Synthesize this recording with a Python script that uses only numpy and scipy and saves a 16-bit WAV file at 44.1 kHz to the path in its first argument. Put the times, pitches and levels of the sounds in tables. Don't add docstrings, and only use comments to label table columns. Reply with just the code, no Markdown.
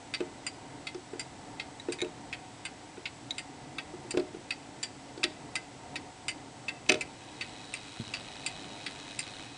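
import sys
import numpy as np
from scipy import signal
from scipy.fft import rfft, irfft, next_fast_len
from scipy.io import wavfile
from scipy.ndimage import map_coordinates

SR = 44100
rng = np.random.default_rng(int(sys.argv[2]) if len(sys.argv) > 2 else 0)


def materialize(psi):
    bounded = np.clip(np.atleast_2d(psi).T, -1, 1)
    quanta = np.round(bounded * 32767).astype(np.int16)
    wavfile.write(sys.argv[1], SR, quanta)


def to_linear_factor(level_db):
    exponent = np.asarray(level_db, float) / 20
    return 10 ** exponent


N = 422037


def unit(x):
    return x / np.sqrt(np.mean(x ** 2) + 1e-20)


def peak_one(x):
    return x / np.abs(x).max()


def along(points, hz):
    point_hz, value = np.transpose(points)
    return np.interp(np.log(hz + 1), np.log(point_hz + 1), value)


def wobble(knots_per_s):
    knots = rng.standard_normal(int(N * knots_per_s / SR) + 4)
    return map_coordinates(knots, [np.arange(N) * knots_per_s / SR])


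def filtered(x, response):
    m = next_fast_len(N + SR // 2)
    return irfft(rfft(x, m) * response(np.fft.rfftfreq(m, 1 / SR)), m)[..., :N]


def resonances(peaks):
    def response(f):
        total = 0
        for k, (hz, width_hz, level_db) in enumerate(peaks):
            loss = 1j * f * width_hz
            total = total + (-1) ** k * to_linear_factor(level_db) * loss / (hz * hz - f * f + loss)
        return total
    return response


def rings(hz, level_db, t60_s, scatter_db):
    t = np.arange(SR // 4) / SR
    strength, detune, sign = rng.standard_normal((3, len(hz), 1))
    decay_db = -60 * t / t60_s[:, None]
    size = np.sign(sign) * to_linear_factor(level_db[:, None] + scatter_db * strength + decay_db)
    return size * np.sin(2 * np.pi * hz[:, None] * (1 + 0.0054 * detune) * t)


def add(track, start_s, sound):
    track[round(start_s * SR):][:len(sound)] += sound


def contacts(chatter_db, chatter_s, lead_s, fade_db=12):
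    delay, size = rng.random((2, 24))
    out = np.zeros(SR // 16)
    rebound_s = np.clip(lead_s + delay * chatter_s, 0, .06)
    out[(rebound_s * SR).astype(int)] = to_linear_factor(chatter_db - fade_db * delay) * (2 * size - 1) ** 3
    out[0] = 0.31
    out[round(abs(lead_s) * SR)] = 1
    return out


# pitch_hz, density_db_per_hz (relative)
HUM_TILT = [(20, -120), (28, -11.5), (60, -12), (90, -9.5), (200, -8.5), (500, -8.5), (950, -14),
            (1150, -18.5), (2500, -29), (4000, -120)]
# pitch_hz, width_hz, level_db (relative)
HUM_PEAKS = [(124.2, 48, 5.5), (286.2, 50, 8.5), (741.7, 65, 8), (914, 82, 5.5), (2020, 100, 11.5)]
HUM_DB = -49


def room():
    def colour(f):
        peaks = sum(to_linear_factor(db) / (1 + (2 * (f - hz) / width_hz) ** 2) for hz, width_hz, db in HUM_PEAKS)
        return to_linear_factor(along(HUM_TILT, f)) * (1 + peaks)
    swell_db = 1.1 * wobble(6) + .8 * wobble(1.5)
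    return to_linear_factor(HUM_DB + swell_db) * unit(filtered(rng.standard_normal(N), colour))


# pitch_hz, density_db_per_hz (relative)
HISS = [(200, -120), (600, 2.5), (1300, 3), (3000, 1), (4000, 0), (6000, -2.5), (7200, -3.5), (7870, 0.5),
        (8500, -6), (9900, -8)]
HISS_DB = -54


def hiss():
    return to_linear_factor(HISS_DB) * unit(filtered(rng.standard_normal(N), lambda f: to_linear_factor(along(HISS, f))))


WHINE_HZ, WHINE_RMS_DB = 7867, -71.5


def whine():
    level = to_linear_factor(WHINE_RMS_DB + 3 + 2 * wobble(8))
    return level * np.sin(2 * np.pi * WHINE_HZ * np.arange(N) / SR + .6 * wobble(8))


# pitch_hz, t60_s (before damping), tick_pallet_db, tock_pallet_db, levers_db
PLATE = [(1315, 0.14, -9, -27, -6), (1570, 0.23, -11, -12.5, -21), (1885, 0.15, 0.5, -9, -17),
         (2057, 0.18, 1, 3, -28), (2137, 0.062, 1, 0.5, -12), (2320, 0.13, -3.5, -3.5, -10),
         (2529, 0.072, 4, 2.5, 6), (2635, 0.047, 9.5, 7.5, -28), (2967, 0.066, -11, -4.5, -6),
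         (3343, 0.1, -6, -10, -6), (3740, 0.024, -0.5, 8, 14), (3870, 0.081, -14, -22, -6),
         (4330, 0.047, -18, -26, -32.5), (4550, 0.13, -2.5, -5.5, -9), (4940, 0.022, -14.5, -10.5, 3),
         (4750, 0.18, -11.5, 1, -21), (5200, 0.021, -29.5, -29, -12), (5820, 0.017, -24, -50, -27),
         (6070, 0.082, -28, -37, -17.5), (6860, 0.04, -28, -10.5, -48), (6890, 0.022, -8.5, -21.5, -18.5),
         (7250, 0.033, -22, 10.5, -3.5), (7620, 0.063, -34, -3.5, -33), (8580, 0.042, -17, 7, -16),
         (8600, 0.026, -38, -48, -33), (9760, 0.011, -14, -71, -19)]
ZONES_HZ = [3150, 4400, 5700]


def plate_blow(point, zones_db, damping, chatter_db, chatter_s, lead_s, fade_db, clatter_hz, low_hz, grip):
    hz, t60_s, *points_db = np.transpose(PLATE)
    mode_db = points_db[point] + 20 * np.log10(1 / (1 + (low_hz / hz) ** 4))
    t60_s = damping * t60_s * np.where(hz > ZONES_HZ[2], grip, 1)
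    modes = rings(hz, mode_db, t60_s, scatter_db=3.5)
    modes = modes + rings(1.018 * hz, mode_db - 6.5, t60_s, scatter_db=3.5)

    t = np.arange(modes.shape[1]) / SR
    f = np.fft.rfftfreq(len(t), 1 / SR)
    bands = np.searchsorted(ZONES_HZ, f) == np.arange(len(zones_db))[:, None]
    bands = bands / (1 + (clatter_hz / (f + 1)) ** 4)
    clatter = irfft(rfft(rng.standard_normal(len(t))) * bands, len(t)) * to_linear_factor(-60 * t / (damping * .12))

    zone = np.searchsorted(ZONES_HZ, hz)
    ring = np.zeros(len(t))
    for k, db in enumerate(zones_db):
        ring += to_linear_factor(db) * (peak_one(modes[zone == k].sum(0)) + 0.66 * peak_one(clatter[k]))
    ring *= 1 - np.exp(-t / 0.00044)
    blow = signal.fftconvolve(ring, contacts(chatter_db, chatter_s, lead_s, fade_db))
    return blow * np.linalg.norm(ring) / np.linalg.norm(blow)


# start_s, level_db, brightness_db
BEATS = [(0.1378, -18.5, 2), (0.4646, -21, 2.5), (0.8686, -22.5, 1.5), (1.1942, -23.5, 3),
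         (1.597, -20, -1.5), (1.921, -24, 3.5), (2.3266, -22, -0.5), (2.6507, -23.5, -1), (3.055, -21, -3),
         (3.3807, -22, -3), (3.7821, -22.5, -1), (4.1067, -22, 1.5), (4.5054, -19, 2), (4.8286, -16.5, 0),
         (5.231, -15.5, -4), (5.5538, -17, 1), (5.956, -20, 1.5), (6.2816, -17.5, 1), (6.6817, -19.5, -1),
         (7.008, -19.5, -1.5), (7.4094, -20, 1.5), (7.7378, -22.5, -1), (8.1367, -21, 2.5),
         (8.4617, -18, 1), (8.8626, -22.5, 1.5), (9.1903, -21.5, 4)]
TICK_DB = [-3.5, -8, -12.5, -12]
TOCK_DB = [-4, -12.5, -12, -3.5]
BRIGHTENS = [0, .1, .8, 1.1]


def escapement():
    out = np.zeros(N + SR)
    for k, (start_s, level_db, bright_db) in enumerate(BEATS):
        pallet_db = np.array([TICK_DB, TOCK_DB][k % 2])
        zones_db = level_db + pallet_db + bright_db * np.array(BRIGHTENS)
        blow = plate_blow(k % 2, zones_db, damping=0.47, chatter_db=1.5, chatter_s=.036, lead_s=.0008,
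                          fade_db=27, clatter_hz=1530, low_hz=900, grip=1.0)
        add(out, start_s, blow)
    return out[:N]


def echo(x, t60_s=0.38):
    t, wet, block = np.arange(SR // 3) / SR, np.zeros(N + SR), SR // 20
    for start in range(0, N, block):
        tail = to_linear_factor(-60 * t / t60_s) * rng.standard_normal(len(t))
        add(wet, start / SR, signal.fftconvolve(x[start:start + block], tail / np.linalg.norm(tail)))
    return filtered(wet[:N], lambda f: 1 / (1 + 1j * f / 4000))


# start_s, ring_db, brightness_db, case_knock_db
LEVERS = [(0.2035, -30.5, -4, -25), (0.944, -45, 8.5, -33.5), (1.132, -47, -7, -33.5),
          (1.884, -40, -8, -26), (2.018, -32.5, -7, -24), (2.044, -36, -4, -34), (2.97, -48, -14, -36.5),
          (3.936, -58, -3, -35.5), (4.047, -55, 0, -43), (4.139, -41, -3, -26.5), (4.171, -26, 1, -19),
          (4.194, -40, 7, -27), (4.344, -48, -4, -35), (5.175, -47, 11.5, -37), (5.2372, -18, 8, -30),
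          (5.245, -32, -18, -33.5), (6.861, -40, -1, -54.5), (6.888, -22, 2, -38), (6.8928, -7.5, -4, -24),
          (6.899, -15, -21, -22), (6.9175, -16.5, 0, -26), (6.94, -24.5, 0, -29), (6.953, -32.5, -4, -33)]
LEVER_DB = [-1, -3, -5.5, -3.5]
LEVER_BRIGHTENS = [0, 1.1, .9, .6]
# pitch_hz, level_db (relative), t60_s
CASE = [(175, -20, .12), (235, -16, .12), (282, -12, .13), (322, -8, .11), (359, 0, .145), (395, -9, .11),
        (452, -7, .13), (618, -15, .3), (730, -17, .08), (1040, -26, .08), (1475, -18, .07)]
PANEL_HZ, PANEL_FROM_DB, PANEL_GROWS = 670, -24, .6


def levers():
    out, (hz, mode_db, t60_s) = np.zeros(N + SR), np.transpose(CASE)
    t = np.arange(SR // 4) / SR
    wood_band = signal.butter(2, [450, 1800], "band", fs=SR, output="sos")
    for start_s, ring_db, bright_db, case_db in LEVERS:
        zones_db = ring_db + np.array(LEVER_DB) + bright_db * np.array(LEVER_BRIGHTENS)
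        blow = plate_blow(2, zones_db, damping=0.27, chatter_db=-15, chatter_s=0.017, lead_s=0.0023,
                          fade_db=23, clatter_hz=1540, low_hz=1900, grip=0.63)
        add(out, start_s, blow)
        panel_db = PANEL_GROWS * (ring_db - PANEL_FROM_DB) * (abs(hz - PANEL_HZ) < 100)
        knock = rings(hz, mode_db + panel_db, t60_s, scatter_db=2).sum(0)
        thud = signal.sosfilt(wood_band, rng.standard_normal(len(t)))
        knock = knock + peak_one(thud) * to_linear_factor(-5 - 60 * t / .09)
        add(out, start_s + 0.00152, to_linear_factor(case_db) * knock * (1 - np.exp(-t / 0.00092)))
    return out[:N]


# start_s, peak_db, low_modes_db (added to the low modes)
SNAPS = [(1.797, -32.5, -8), (1.897, -39, -9), (1.9865, -34, -1), (1.9918, -35, 1), (2.004, -25.5, -3),
         (2.016, -17.5, -11), (3.307, -20.5, -17)]
# pitch_hz, level_db (relative), t60_s
SPRING = [(1840, -2, 0.048), (2165, -0.5, .04), (2470, -4, 0.026), (3460, -18, 0.021), (3820, 1.5, 0.025),
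          (4000, -8, 0.055), (6200, -14.5, 0.024), (7100, -15, 0.024), (9300, -21, 0.017)]


def spring():
    out, (hz, mode_db, t60_s) = np.zeros(N + SR), np.transpose(SPRING)
    for start_s, peak_db, low_db in SNAPS:
        ring = rings(hz, mode_db + low_db * (hz < ZONES_HZ[0]), t60_s, scatter_db=2.5).sum(0)
        t = np.arange(len(ring)) / SR
        scratch = np.diff(rng.standard_normal(len(t) + 1)) * to_linear_factor(-11 - 60 * t / 0.012)
        ring = (ring + scratch) * (1 - np.exp(-t / 0.00025))
        snap = signal.fftconvolve(ring, contacts(-7, .008, 0.00087))
        add(out, start_s, to_linear_factor(peak_db) * peak_one(snap))
    return out[:N]


# pitch_hz, width_hz, level_db (relative)
WHEELS = [(1890, 2300, -4), (2536, 28, 10), (2940, 110, -1.5), (3330, 58, 5), (3840, 240, 3.5),
          (4340, 180, -14), (5300, 130, -18), (6300, 1700, -31), (8100, 6000, -43)]
TRAIN_START_S, TRAIN_RUN_UP_S, TRAIN_DB = 6.91, 0.35, -48


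def train(teeth_per_s=101, turn_hz=25.14):
    count = int(N / SR * 100)
    slip, size = rng.standard_normal((2, count))
    meet_s = (np.arange(count) + 0.068 * slip) / teeth_per_s
    meet_db = 2.2 * size + 2.8 * np.sin(2 * np.pi * turn_hz * meet_s)
    taps = np.bincount(np.clip(meet_s * SR, 0, N - 1).astype(int), to_linear_factor(meet_db), N)
    scrapes = signal.fftconvolve(taps, np.exp(-np.arange(SR // 50) / SR / 0.00094))[:N]
    running_s = np.clip(np.arange(N) / SR - TRAIN_START_S, 0, None)
    run_up = (1 - np.exp(-running_s / TRAIN_RUN_UP_S)) ** 2
    rub = (unit(scrapes) + 1.04 * to_linear_factor(0.51 * wobble(20))) * rng.standard_normal(N)
    return to_linear_factor(TRAIN_DB) * run_up * unit(filtered(rub, resonances(WHEELS)))


# start_s, level_db (before the low cut)
BUMPS = [(7.999, -23.5), (8.073, -39)]
BUMP_HZ, JUDDER_S, JUDDER_DB = 160, 0.0087, -4


def bumps():
    out, t = np.zeros(N + SR), np.arange(SR // 8) / SR
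    push = peak_one(np.sin(2 * np.pi * BUMP_HZ * t) * t * np.exp(-t / 0.0014))
    for start_s, level_db in BUMPS:
        for k in range(4):
            add(out, start_s + k * JUDDER_S, to_linear_factor(level_db + k * JUDDER_DB) * push)
    return filtered(out[:N], lambda f: (1j * f / (70 + 1j * f)) ** 2)


def scene():
    clock = escapement() + levers() + spring()
    return (clock + to_linear_factor(-15) * echo(clock) + train() + bumps() + room())[None]


def roll_off(x):
    return signal.sosfilt(signal.butter(12, 10630, fs=SR, output="sos"), x)


TOP_HZ = 10000


def record(dry):
    mix = filtered(dry + hiss() + whine(), lambda f: 1 / (1 + (f / TOP_HZ) ** 120))
    return roll_off(mix)


dry = scene()
out = record(dry)
materialize(out)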